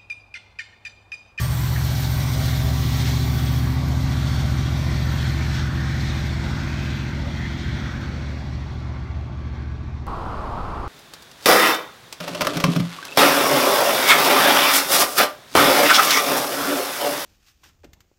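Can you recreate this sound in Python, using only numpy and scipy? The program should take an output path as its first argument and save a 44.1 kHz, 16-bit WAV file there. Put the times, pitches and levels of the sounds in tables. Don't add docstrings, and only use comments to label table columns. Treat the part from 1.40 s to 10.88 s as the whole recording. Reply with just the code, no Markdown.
import sys
import numpy as np
from scipy import signal
from scipy.fft import rfft, irfft
from scipy.io import wavfile
from scipy.ndimage import uniform_filter1d

SR = 44100
rng = np.random.default_rng(int(sys.argv[2]) if len(sys.argv) > 2 else 0)


def file_out(sig):
    cols = np.atleast_2d(sig).T
    lim = np.clip(cols, -1, 1)
    pcm = np.round(lim * 32767).astype(np.int16)
    wavfile.write(sys.argv[1], SR, pcm)


N = 418051
T = np.arange(N) / SR
BINS_HZ = np.fft.rfftfreq(N, 1 / SR)
CUT_S = 8.667
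EDGE_HZ = 15800
SHADOW_FROM_S, SHADOW_TAKES_S = 6.64, 1


def gain_of(db):
    return 10 ** (np.asarray(db) / 20)


def evened(x):
    return x / np.sqrt(np.mean(abs(x) ** 2) + 1e-20)


def curve(rows):
    s, value = np.transpose(rows)
    return np.interp(T, s, value)


def spectrum_db(points, hz):
    f, db = np.transpose(points)
    return np.interp(np.log(hz + 1), np.log(f + 1), db)


def swell(s, span_s):
    return np.exp(-.5 * ((T - s) / span_s) ** 2)


def shadow():
    return np.clip((T - SHADOW_FROM_S) / SHADOW_TAKES_S, 0, 1)


def drift(rate_hz):
    count = 2048
    f = np.fft.rfftfreq(count, T[-1] / count)
    lowpass = np.exp(-.5 * (f / rate_hz) ** 2)
    slow = irfft(rfft(rng.standard_normal(count)) * lowpass)
    return np.interp(T, np.linspace(0, T[-1], count), evened(slow))


def noise(spectrum):
    white = rfft(rng.standard_normal(N))
    return evened(irfft(white * gain_of(spectrum_db(spectrum, BINS_HZ)), N))


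def friction(spectrum, patchy_db, flicker_db, dulling_db=0, ringing_db=1.83):
    frame, hop = 1024, 256
    count, hz = N // hop + 5, np.fft.rfftfreq(frame, 1 / SR)
    real, imag, broad, narrow = rng.standard_normal((4, count, len(hz)))
    broad = evened(uniform_filter1d(uniform_filter1d(broad, size=20, axis=0), size=8, axis=1))
    narrow = evened(uniform_filter1d(uniform_filter1d(narrow, size=40, axis=0), size=2, axis=1))
    flicker = evened(uniform_filter1d(rng.standard_normal((count, 1)), size=5, axis=0))
    distance = np.linspace(-.5, .5, count)[:, None]
    gain = gain_of(spectrum_db(spectrum, hz) - dulling_db * distance * (hz / EDGE_HZ) ** 2)
    shape = gain / np.linalg.norm(gain, axis=1, keepdims=True)
    patches = gain_of(patchy_db * broad + ringing_db * narrow + flicker_db * flicker)
    frames = (real + 1j * imag) * shape * patches
    rubbing = signal.istft(frames.T, nperseg=frame, noverlap=frame - hop)[1]
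    return evened(rubbing[:N])


def tone(hz, width_hz, waver_db):
    turns = np.cumsum(hz + width_hz * drift(7.4)) / SR
    return evened(np.sin(2 * np.pi * turns) * gain_of(waver_db * drift(3.8)))


# time in seconds, speed in turns per second.
CRANK_SPEED = [(0, 14.64), (1.5, 14.582), (3.5, 14.563), (5.7, 14.535), (7.5, 14.56)]
# multiple of the crank speed, swell level in dB re EXHAUST_DB,
# swell centre in seconds, Gaussian half length in seconds, far-off level in dB re EXHAUST_DB.
EXHAUST_ORDERS = [(4, -43, 3, 5, -46), (5, -25.6, 2.4, 2.3, -32.5), (6, -33.7, 3.3, 2.5, -48),
                  (7, -36, 1, 2.5, -54), (8, -25.8, .8, 2.9, -37), (9, -26.1, 1.9, 2.7, -42),
                  (10, -29.6, 2, 3.2, -56), (11, -36.5, 2.4, 2.8, -60), (12, -39.5, 3.5, 4.5, -54),
                  (13, -43, 2, 4.5, -64), (14, -42.3, 3.8, 2.6, -60), (15, -41, 5.3, 2.9, -58),
                  (16, -41, 2.2, 3.6, -49.5), (17, -45.5, 2, 3.2, -64), (19, -51, 5, 2.5, -66),
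                  (20, -49.5, 3.2, 2.4, -66), (22, -55, 4, 2.5, -68), (23, -43.5, 4.7, 2.4, -62),
                  (26, -56, 4, 3.5, -64), (30, -61, 3, 3, -68)]
EXHAUST_DB = -0.3
PIPE_ORDER, PIPE_SPREAD_CYCLES_PER_ORDER2 = 8.5, .18
PUFF_FROM_ORDER, PUFF_LEAD_TURNS = 13, .402


def exhaust(fading_db=.4, far_fading_db=1.0, uneven_db=.7, smear_cycles=.15, weak_db=13,
            opening_db=18, opening_s=1.0, ground_loss_db_per_order=1.3):
    turns = np.cumsum(curve(CRANK_SPEED)) / SR + PUFF_LEAD_TURNS
    screened, grazing = np.clip(1 - T / opening_s, 0, 1), shadow()
    wavering_db = fading_db + far_fading_db * (T / CUT_S) ** 2
    puff_db = uneven_db * drift(7)
    top_db = max(row[1] for row in EXHAUST_ORDERS)
    out = np.zeros(N)
    for order, db, s, span_s, far_db in EXHAUST_ORDERS:
        roof_db = opening_db * screened * (order > 13)
        ground_db = ground_loss_db_per_order * grazing * np.clip(order - 8, 0, 7)
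        near = gain_of(db - roof_db - ground_db) * swell(s, span_s)
        size = np.hypot(near, gain_of(far_db)) * gain_of(wavering_db * drift(1.9))
        weakness = min((top_db - db) / weak_db, 1)
        cycles = order * turns + smear_cycles * weakness * drift(.5)
        if order < PUFF_FROM_ORDER:
            cycles = cycles - PIPE_SPREAD_CYCLES_PER_ORDER2 * (order - PIPE_ORDER) ** 2
        else:
            size = size * gain_of(puff_db)
        out -= size * np.sin(2 * np.pi * cycles)
    return gain_of(EXHAUST_DB) * np.sqrt(2) * out


# frequency in Hz, pitch wander
# in Hz rms, swell centre in seconds, Gaussian half length in seconds, rms level at the peak in dB.
STEADY_TONES = [(258.4, .15, 2.05, 1.05, -33.8), (258.2, .15, 5.7, 1.2, -41), (306.5, .3, .5, .6, -48),
                (775.5, .5, 1.25, .6, -45), (775, .5, 3.2, 1.7, -51.5), (1807, 1, 4.35, .6, -48),
                (1807, 2, 6.25, .35, -52), (2070, 2, 4.2, 1.2, -56), (1157, 2, .04, .08, -42),
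                (1151.7, .8, 1.9, 1.2, -48), (1151, 1, 7.8, .8, -55.5), (598, 2, 3.4, 2, -55),
                (531, 2, 2.8, 2.5, -57), (1652, 2, 8.25, .2, -59), (877, 1, 7.9, .8, -59.5),
                (1063, 1, 7.8, .8, -61), (775, 1, 7.4, .7, -62.5), (1545, 8, 5.2, .8, -54)]


def humming():
    out = np.zeros(N)
    for hz, width_hz, s, span_s, db in STEADY_TONES:
        out += gain_of(db) * swell(s, span_s) * tone(hz, width_hz, waver_db=1.3)
    return out


# frequency in Hz, relative density in dB per Hz.
RUMBLE_SPECTRUM = [(15, -26), (32, -12.5), (55, 3), (85, 0), (115, -4.5), (150, -9), (200, -16), (300, -30),
                   (800, -100)]
RUMBLE_DB, RUMBLE_SHADOW_DB = -35, 3
# frequency in Hz, relative density in dB per Hz.
BODY_SPECTRUM = [(100, -15), (170, -0.5), (230, 0), (320, 0), (400, -4.5), (470, -14.5), (900, -100)]
BODY_DB, BODY_SWELL_DB, BODY_SHADOW_DB = -43.3, 2.5, 1.5
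BODY_AT_S, BODY_SPAN_S = 3.9, 2.8
# centre in seconds, Gaussian half length in seconds, peak in dB.
BOOM_EVENTS = [(2.36, .12, -31), (3.885, .015, -27), (6.38, 0.11, -30), (7.105, .08, -35),
               (7.797, .09, -33)]
# frequency in Hz, relative density in dB per Hz.
BOOM_SPECTRUM = [(25, -18), (65, 4), (130, 5.5), (200, -9), (400, -47), (800, -100)]
# frequency in Hz, relative density in dB per Hz.
RAIL_SPECTRUM = [(350, -26), (470, -5.5), (600, 1), (800, 0.5), (1100, 0), (1300, -7), (1700, -31),
                 (2500, -62)]
RAIL_DB, RAIL_NEAR_UNTIL_S = -39.5, 4.57
RAIL_NEAR_DB_PER_S, RAIL_FAR_DB_PER_S = 0.41, 2


def rolling():
    rumble = gain_of(RUMBLE_DB - RUMBLE_SHADOW_DB * shadow()) * noise(RUMBLE_SPECTRUM)
    body_db = BODY_DB + BODY_SWELL_DB * swell(BODY_AT_S, BODY_SPAN_S) - BODY_SHADOW_DB * shadow()
    body = gain_of(body_db) * noise(BODY_SPECTRUM)
    boom_gain = sum(gain_of(db) * swell(s, span_s) for s, span_s, db in BOOM_EVENTS)
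    booms = boom_gain * noise(BOOM_SPECTRUM)
    near_loss_db = RAIL_NEAR_DB_PER_S * np.minimum(T, RAIL_NEAR_UNTIL_S)
    far_loss_db = RAIL_FAR_DB_PER_S * np.maximum(T - RAIL_NEAR_UNTIL_S, 0)
    rail = friction(RAIL_SPECTRUM, patchy_db=1.03, flicker_db=0.5)
    return rumble + body + booms + gain_of(RAIL_DB - near_loss_db - far_loss_db) * rail


# frequency in Hz, relative density in dB per Hz.
FLANGE_SPECTRUM = [(2000, -26), (2700, -5), (3080, -3.5), (3300, 0.9), (3550, 0), (4600, -1.5),
                   (4850, -6.5), (5250, -5), (5850, -5), (6150, -9), (6750, -11), (7200, -15.5),
                   (8500, -19), (11000, -33), (15000, -57.5)]


def grit(per_s=350, spread_db=3):
    sizes = gain_of(spread_db * np.minimum(rng.exponential(1, N), 4)) * rng.choice([-1, 1], N)
    snaps = sizes * (rng.random(N) < per_s / SR)
    return evened(irfft(rfft(snaps) * gain_of(spectrum_db(FLANGE_SPECTRUM, BINS_HZ)), N))


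# time in seconds, level in dB.
SCRUB_LEVEL = [(0.0, -34), (0.07, -38), (1.46, -37), (1.63, -35.5), (1.85, -38.5), (2.15, -39),
               (2.44, -44.5), (2.7, -39.5), (2.96, -38), (3.21, -40.5), (4.17, -39.5), (4.3, -43),
               (4.7, -39), (5.03, -42.5), (5.51, -41), (5.75, -45.5), (6.3, -44), (7.88, -57.5),
               (8.6, -59.5)]
# centre in seconds, Gaussian half length in seconds, rise in dB.
FLANGE_SCRAPES = [(0.64, 0.024, 3.5), (1.074, 0.047, 2), (1.66, 0.059, 2), (3.833, 0.08, 3),
                  (4.167, 0.045, 2), (8.178, 0.039, 1.5)]
# frequency in Hz, relative density in dB per Hz.
WHEEL_SPECTRUM = [(900, -34), (1250, -5), (1520, 1), (1720, -3), (2000, -0.5), (2300, -2.5), (2650, -9.5),
                  (3100, -17.5), (4500, -56)]
# frequency in Hz, relative density in dB per Hz.
SIZZLE_SPECTRUM = [(5000, -11), (7300, -4), (8500, -5.5), (10300, -8.5), (11400, -5), (12500, -11),
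                   (13250, 1.5), (13700, 5), (14200, -4), (15000, -24)]
RING_DB, RING_FOLLOWS = -38, 0.59
FACING_S, FACING_SPAN_S, FACING_DB = 5.47, 1.63, 3.5
SIZZLE_DB, SIZZLE_FOLLOWS, SIZZLE_LOSS_DB_PER_S, SIZZLE_SHADOW_DB = -39, 0.5, 3.5, 4
SNAP_DB, SNAP_RISE_DB_PER_S = -20, 1.5


def wheels():
    steady_db = curve(SCRUB_LEVEL)
    flange_db = steady_db + sum(db * swell(s, span_s) for s, span_s, db in FLANGE_SCRAPES)
    change_db = flange_db - steady_db[0]
    ring_db = RING_DB + RING_FOLLOWS * change_db + FACING_DB * swell(FACING_S, FACING_SPAN_S)
    sizzle_loss_db = SIZZLE_LOSS_DB_PER_S * T + SIZZLE_SHADOW_DB * shadow()
    sizzle_db = SIZZLE_DB + SIZZLE_FOLLOWS * change_db - sizzle_loss_db
    ring = gain_of(ring_db) * friction(WHEEL_SPECTRUM, patchy_db=1.14, flicker_db=0.5)
    scrub = gain_of(flange_db) * friction(FLANGE_SPECTRUM, patchy_db=1, flicker_db=0.9, dulling_db=65.0)
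    snaps = gain_of(flange_db + SNAP_DB + SNAP_RISE_DB_PER_S * T) * grit()
    sizzle = gain_of(sizzle_db) * friction(SIZZLE_SPECTRUM, patchy_db=0.0, flicker_db=1.3, dulling_db=9.0)
    return ring + scrub + snaps + sizzle


# frequency in Hz, rms level while close in dB.
SINGING_MODES = [(8520, -65), (9430, -65), (9640, -65), (11330, -68), (12066, -65), (12170, -67),
                 (12963, -61), (14581, -63), (15195, -63)]
# frequency in Hz, relative density in dB per Hz.
FIZZ_SPECTRUM = [(5000, -23), (7000, -3), (9500, -9.5), (10400, -10), (12500, -2), (13650, 10), (14250, 4),
                 (15100, 11), (15700, 2)]
FIZZ_DB, CLOSE_UNTIL_S, CLOSE_FADE_S = -46, 2.29, .12


def singing(width_hz=9, flaring_db=3.2):
    close = (1 - np.tanh((T - CLOSE_UNTIL_S) / CLOSE_FADE_S)) / 2
    modes = sum(gain_of(db) * tone(hz, width_hz, waver_db=flaring_db) for hz, db in SINGING_MODES)
    fizz = gain_of(FIZZ_DB) * friction(FIZZ_SPECTRUM, patchy_db=1.0, flicker_db=0.0)
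    return close * (modes + fizz)


# centre in seconds,
# Gaussian half length in seconds, frequency in Hz, Gaussian half width in Hz, peak level in dB.
MODE_FLARES = [(1.4, 1.0, 388, 14, -48), (1.2, .25, 640, 50, -43), (5.1, .25, 900, 250, -46),
               (7.06, 0.027, 840, 70, -47), (6.7, .3, 560, 70, -49), (0.27, 0.08, 1550, 80, -48),
               (.86, .07, 1980, 140, -45), (1.64, .06, 2100, 350, -43), (1.753, 0.057, 3270, 70, -47),
               (2.95, 0.3, 1420, 160, -45), (2.95, 0.062, 3370, 140, -47), (3.797, 0.084, 3300, 110, -46),
               (4.01, .03, 2250, 130, -41), (4.24, 0.11, 1480, 210, -39), (4.44, .1, 1680, 250, -40),
               (4.68, 0.13, 2000, 320, -42), (5.18, 0.09, 1450, 200, -38.5), (5.32, .05, 2200, 270, -42.5),
               (5.45, 0.17, 2470, 170, -45), (5.72, 0.072, 1544, 52, -43.5), (6.04, 0.044, 1900, 200, -37),
               (6.25, 0.25, 3350, 230, -48), (6.33, .09, 2050, 300, -43), (6.55, 0.16, 1470, 260, -41.5),
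               (0.055, 0.065, 8600, 90, -46), (0.245, 0.063, 7639, 15, -49), (0.952, 0.18, 8470, 52, -53),
               (2.08, .08, 8420, 40, -55), (2.05, 0.15, 12965, 30, -52), (2.05, 0.1, 15305, 45, -53),
               (3.72, .09, 13600, 300, -55)]


def flares():
    out = np.zeros(N)
    for s, span_s, hz, width_hz, db in MODE_FLARES:
        near = abs(T - s) < 4 * span_s
        t = T[near] - s
        mode = np.exp(-.5 * ((np.fft.rfftfreq(len(t), 1 / SR) - hz) / width_hz) ** 2)
        ring = evened(irfft(rfft(rng.standard_normal(len(t))) * mode, len(t)))
        out[near] += gain_of(db) * np.exp(-.5 * (t / span_s) ** 2) * ring
    return out


# start in seconds, level in dB, centre frequency in Hz.
TRACK_KNOCKS = [(0.358, -31, 1800), (1.655, -36, 2600), (2.1, -44, 3500), (4.477, -37, 1500),
                (7.535, -45.5, 1000)]


def knocks(decay_s=0.026, octaves=0.56, attack_s=0.001):
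    out = np.zeros(N)
    for s, db, hz in TRACK_KNOCKS:
        side = 2 ** octaves
        ring = noise([(hz / side ** 3, -70), (hz / side, -12), (hz, 0), (hz * side, -12), (hz * side ** 5, -70)])
        envelope = np.clip((T - s) / attack_s, 0, 1) * np.exp(-abs(T - s) / decay_s)
        out += gain_of(db) * ring * envelope
    return out


# frequency in Hz, relative density in dB per Hz.
HISS_SPECTRUM = [(10, -7), (35, -2), (70, -3), (130, -10), (280, -15), (520, -18), (1130, -11),
                 (1400, -18.5), (1700, -30.5), (2900, -37), (4900, -42), (5800, -49), (14500, -63.5),
                 (15500, -77)]
HISS_DB = -28.5
CLICK_DB, CLICK_AT_S = -25, 8.668


def hiss():
    rush = gain_of(HISS_DB) * noise(HISS_SPECTRUM)
    click = gain_of(CLICK_DB) * np.sinc((T - CLICK_AT_S) * SR)
    return rush + click


def scene():
    train = exhaust() + humming() + rolling() + wheels() + singing() + flares() + knocks()
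    return np.where(T < CUT_S, train, hiss())[None]


def record(dry):
    lowpass = signal.firwin(511, EDGE_HZ, window=("kaiser", 9), fs=SR)
    return signal.oaconvolve(dry, lowpass[None], "same")


dry = scene()
out = record(dry)
file_out(out)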